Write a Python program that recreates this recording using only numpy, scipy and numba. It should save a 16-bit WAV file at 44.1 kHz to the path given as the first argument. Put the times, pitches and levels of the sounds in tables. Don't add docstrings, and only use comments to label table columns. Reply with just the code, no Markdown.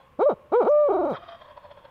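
import sys
import numpy as np
from scipy import signal
from scipy.fft import rfft, irfft
from scipy.io import wavfile
from scipy.ndimage import uniform_filter1d
from numba import njit

SR = 44100
rng = np.random.default_rng(int(sys.argv[2]) if len(sys.argv) > 2 else 0)


def attenuation_scalar(level_db):
    decades = np.asarray(level_db, float) / 20
    return 10 ** decades


def wav_out(sig):
    wavfile.write(sys.argv[1], SR, np.round(np.clip(np.atleast_2d(sig).T, -1, 1) * 32767).astype(np.int16))


N = 83790

THROAT_CUT_HZ = 1287
UPPER_PATCHY_DB, PATCHES_PER_S = 2.5, 25
CATCH_S = 0.0088


def rms_one(x):
    return x / np.sqrt(np.mean(x ** 2) + 1e-20)


def in_time(rows, smooth_s=0.0017):
    at_s, *columns = np.transpose(sorted(rows))
    n = int(smooth_s * SR) + 1
    t = np.arange(N) / SR
    curves = [np.interp(t, at_s, column) for column in columns]
    return [uniform_filter1d(uniform_filter1d(curve, n), n) for curve in curves]


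def bumps(at_s, width_s, edge=2):
    t = np.arange(N) / SR
    offset = (t - np.reshape(at_s, (-1, 1))) / np.reshape(width_s, (-1, 1))
    return np.exp(-0.5 * np.abs(offset) ** edge)


def drift(rate_hz):
    r = np.exp(-2 * np.pi * rate_hz / SR)
    wander = signal.lfilter([1], [1, -2 * r, r * r], rng.standard_normal(N + SR))
    return rms_one(wander[SR:])


def peak(x, hz, width_hz, gain_db):
    a, w = attenuation_scalar(gain_db / 2), 2 * np.pi * hz / SR
    q = np.pi * width_hz / SR
    return signal.lfilter([1 + q * a, -2 * np.cos(w), 1 - q * a], [1 + q / a, -2 * np.cos(w), 1 - q / a], x)


def cut(x, hz, kind, order=2):
    return signal.sosfilt(signal.butter(order, hz, kind, fs=SR, output="sos"), x)


@njit
def resonate(x, hz, width_hz, sr):
    y, r = np.zeros(len(x)), np.exp(-np.pi * width_hz / sr)
    for i in range(2, len(x)):
        drive = (1 - r * r) / 2 * (x[i] - x[i - 2])
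        y[i] = drive + 2 * r * np.cos(2 * np.pi * hz[i] / sr) * y[i - 1] - r * r * y[i - 2]
    return y


def hiss():
    return attenuation_scalar(-78) * cut(rng.standard_normal(N), 9050, "high", order=1)


def wood():
    # hz, level_db
    floor_spectrum = [(25, -11), (82, -1), (200, -10), (350, -18), (600, -26), (1300, -20.5), (3000, -24.5),
                      (6000, -61.5)]
    # hz, width_hz, level_db
    floor_bands = [(524, 30, -62), (1069, 40, -61.5)]
    f = np.maximum(np.arange(N // 2 + 1) * SR / N, 1)
    hz, db = np.transpose(floor_spectrum)
    shape = attenuation_scalar(np.interp(np.log(f), np.log(hz), db))
    floor = rms_one(irfft(rfft(rng.standard_normal(N)) * shape, N))
    wash = 0
    for hz, width_hz, level_db in floor_bands:
        band = rms_one(resonate(rng.standard_normal(N), np.full(N, float(hz)), width_hz, SR))
        wash = wash + attenuation_scalar(level_db + 0.84 * drift(34)) * band
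    return attenuation_scalar(-60.5) * floor + wash


def bird():
    # at_s, pitch_hz, level_db
    chip = [
        (.686, 4700, -71),
        (.692, 5800, -60),
        (.701, 6650, -66),
        (.71, 5630, -71.5),
        (.718, 5110, -63.5),
        (.727, 5150, -73),
    ]
    hz, db = in_time(chip, 0.002)
    t = np.arange(N) / SR
    sounding = (t > chip[0][0]) & (t < chip[-1][0])
    return attenuation_scalar(db) * sounding * np.sin(2 * np.pi * np.cumsum(hz) / SR)


def trees(x):
    echo_db, t60_s = -29, 1
    t = np.arange(SR) / SR
    tail = rng.standard_normal(SR) * attenuation_scalar(-60 * t / t60_s) * (t > 0.015)
    return attenuation_scalar(echo_db) * signal.fftconvolve(x, tail / np.linalg.norm(tail))[:N]


def owl_breath():
    # at_s, level_db, pitch_factor
    breath = [
        (1.12, -48, 0.93),
        (1.153, -39, 1.3),
        (1.175, -37.5, 1),
        (1.185, -50.5, 1.192),
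        (1.35, -51.5, 1.17),
        (1.4, -54, 1.08),
        (1.55, -57, 1.02),
        (1.9, -58.5, .98),
    ]
    # at_s, gain_db, width_s
    flaps = [(1.24, 5, .008), (1.291, 11, .007), (1.325, 7, .016), (1.352, 5, .006), (1.419, 11, .008),
             (1.454, 6, .007), (1.487, 5, .005), (1.51, 7, .01), (1.577, 14, .007), (1.652, 9, .011),
             (1.717, 14, .008), (1.776, 8, .005), (1.79, 8, .006), (1.853, 13, .006)]
    # hz, width_hz, level_db, share of the pitch-factor change
    throat_rings = [(576, 38.4, 2, 0.98), (953, 81, 1.5, 1.63), (1696, 330, -13.5, 0.59),
                    (2490, 120, -20.5, 0.13), (2630, 81, -20.5, -0.49), (3292, 96, -10.5, -0.188),
                    (3546, 200, -18, 0.27), (4320, 220, -24.5, 0.75), (5280, 200, -30.5, 0.44)]
    earlier_db, earlier_t60_s = -51, 0.28
    t = np.arange(N) / SR
    db, factor = in_time(breath)
    at_s, gain_db, width_s = np.transpose(flaps)
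    puff_db = gain_db @ bumps(at_s, width_s)
    onset = np.clip((t - breath[0][0]) / 0.0067, 0, 1)
    level = attenuation_scalar(db + puff_db) * onset + attenuation_scalar(earlier_db - 60 * t / earlier_t60_s)

    air = cut(rng.standard_normal(N), 5100, "low", order=4)
    rings = 0
    for k, (hz, width_hz, ring_db, share) in enumerate(throat_rings):
        ring = resonate(air, hz * (1 + (factor - 1) * share), width_hz, SR)
        rings = rings + (-1) ** k * attenuation_scalar(ring_db + 1.5 * drift(18)) * ring

    lowest_hz = throat_rings[0][0] * factor
    pips = attenuation_scalar(-8) * puff_db * np.sin(2 * np.pi * np.cumsum(lowest_hz) / SR)
    return level * rms_one(rings) + attenuation_scalar(db) * pips


def membranes():
    # at_s, pitch_hz, drive_db, overtone_loss_db_per_octave
    short_hoot = [
        (.187, 231.1, -19, 12.5),
        (.209, 368, -19.5, 5.5),
        (.228, 470, -19.5, 6),
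        (.236, 531, -23, 4.5),
        (.252, 531, -25.5, 7),
        (.264, 604, -18.5, 12.5),
        (.286, 581.6, -22, 9.5),
        (.3, 382, -21, 5.5),
        (.32, 245.5, -23.5, 5.5),
        (.343, 148, -17, 9.5),
    ]
    second_hoot = [
        (0.517, 237.8, -23.5, 8.2),
        (0.539, 406.3, -17, 6.56),
        (0.559, 477.5, -20.5, 5.7),
        (0.579, 494.7, -21, 8.3),
        (0.599, 496.5, -21, 7.53),
        (0.609, 424, -17.5, 8),
        (0.631, 281, -22, 4.7),
        (0.645, 201.4, -25, 8.2),
    ]
    held_note = [
        (0.65, 211.6, -27, 3.2),
        (0.66, 250.2, -26.5, 4.9),
        (0.67, 356.3, -16, 7.8),
        (0.68, 462.5, -22, 3.7),
        (0.7, 587.4, -21.5, 14.8),
        (0.72, 594, -21, 10),
        (0.82, 597.7, -21.5, 9),
        (0.86, 578.3, -24, 7),
        (0.882, 557.5, -25, 6.4),
    ]
    trill = [
        (0.888, 500, -21, 11.1),
        (0.894, 404.6, -16, 11),
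        (0.911, 414, -19, 8.2),
        (1.001, 362.2, -19.5, 9.7),
        (1.045, 343.9, -17.5, 10.5),
        (1.081, 310.9, -23, 8),
        (1.109, 250, -25, 5.6),
        (1.124, 192, -25, 6.9),
        (1.141, 136.6, -29, 3.26),
    ]
    # at_s, pitch_share_lost
    catches = [
        (0.894, 0.11),
        (.932, 0.24),
        (0.976, 0.19),
        (1.023, 0.18),
        (1.062, 0.16),
    ]
    # start_s, end_s, rise_s, fall_s
    sounding = [
        (.186, .345, 0.008, .03),
        (0.514, 1.159, 0.0087, 0.038),
    ]
    smooth_hz, smooth_span_hz, smooth_loss_db = 500, 4, 1.5
    jitter, trill_jitter, creak_jitter = 0.002, 0.005, 0.15
    t = np.arange(N) / SR
    hz, db, loss_db = in_time(short_hoot + second_hoot + held_note + trill)
    catch_s, share = np.transpose(catches)
    catch = bumps(catch_s, CATCH_S, edge=3)
    trilling = t > catch_s[0]
    hz = hz * (1 - share @ catch)
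    creak = np.clip(1 - hz / 216, 0, 1)
    hz = hz * (1 + (jitter + trill_jitter * trilling + creak_jitter * creak) * drift(86))

    smooth = 1 / (1 + np.exp((smooth_hz - hz) / smooth_span_hz))
    loss_db = loss_db - 1.5 * catch.sum(0) + smooth_loss_db * smooth
    gate = 0
    for start_s, end_s, rise_s, fall_s in sounding:
        gate = gate + np.clip((t - start_s) / rise_s, 0, 1) ** 2 * np.clip((end_s - t) / fall_s, 0, 1)
    level = gate * attenuation_scalar(db - 2.5 * catch.sum(0) + 0.5 * trilling * drift(100))
    creaking = (hz < 270) & (t > catch_s[-1] + 0.03)
    thumping = t > catch_s[0] - CATCH_S
    return hz, loss_db, level, creaking, thumping


def windpipe(x):
    # hz, width_hz, gain_db
    throat = [(194, 240, -3.5), (296.3, 85.5, -10), (343, 270, 1), (541, 333, 8), (1042, 45, -19),
              (1305, 710, 6), (1400, 100, 3)]
    for row in throat:
        x = peak(x, *row)
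    return signal.sosfiltfilt(signal.butter(5, THROAT_CUT_HZ, fs=SR, output="sos"), x)


def open_beak(blown):
    # hz, width_hz, level_db
    beak_rings = [(1800, 96, -5.5), (2300, 95, 8.5), (3130, 200, -0.5), (3800, 92, 9.5), (4500, 400, -33),
                  (5900, 170, -28.5), (10400, 500, -24.5), (11700, 500, -22)]
    total = 0
    for hz, width_hz, level_db in beak_rings:
        ring = resonate(blown, np.full(N, float(hz)), width_hz, SR)
        total = total + attenuation_scalar(level_db + UPPER_PATCHY_DB * drift(PATCHES_PER_S)) * ring
    return total


def owl_voice():
    hz, loss_db, level, creaking, thumping = membranes()
    phase = 2 * np.pi * np.cumsum(hz) / SR
    overtones = np.array([attenuation_scalar(-loss_db * np.log2(k)) * (k * hz < 5000) * np.cos(k * phase)
                          for k in range(1, 25)])
    gated_air = (1 + np.cos(phase)) * rng.standard_normal(N)
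    tone = windpipe(level * (overtones.sum(0) + attenuation_scalar(-46.5 - loss_db) * gated_air))

    wavering = sum(part * attenuation_scalar(UPPER_PATCHY_DB * drift(PATCHES_PER_S)) for part in overtones[2:])
    upper = cut(cut(level * wavering, 3370, "low", order=4), THROAT_CUT_HZ, "high", order=4)
    air = level * attenuation_scalar(-29.5 - 2 * (loss_db - 5)) * gated_air
    beak = open_beak(air * attenuation_scalar(7.5 * creaking) + attenuation_scalar(-26) * upper)
    rumble = rms_one(cut(rng.standard_normal(N), 119, "low"))
    thump = attenuation_scalar(-33.5) * level * thumping * rumble
    return tone + attenuation_scalar(-27) * upper + beak + thump + attenuation_scalar(-42.5) * air


def scene():
    voice = owl_voice()
    return (voice + trees(voice) + owl_breath() + wood() + bird() + hiss())[None]


def roll_off(x):
    return signal.sosfilt(signal.butter(12, 15610, fs=SR, output="sos"), x)


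def record(dry):
    mix = signal.sosfilt(signal.cheby2(12, 70, 17000, fs=SR, output="sos"), dry)
    return roll_off(mix)


dry = scene()
out = record(dry)
wav_out(out)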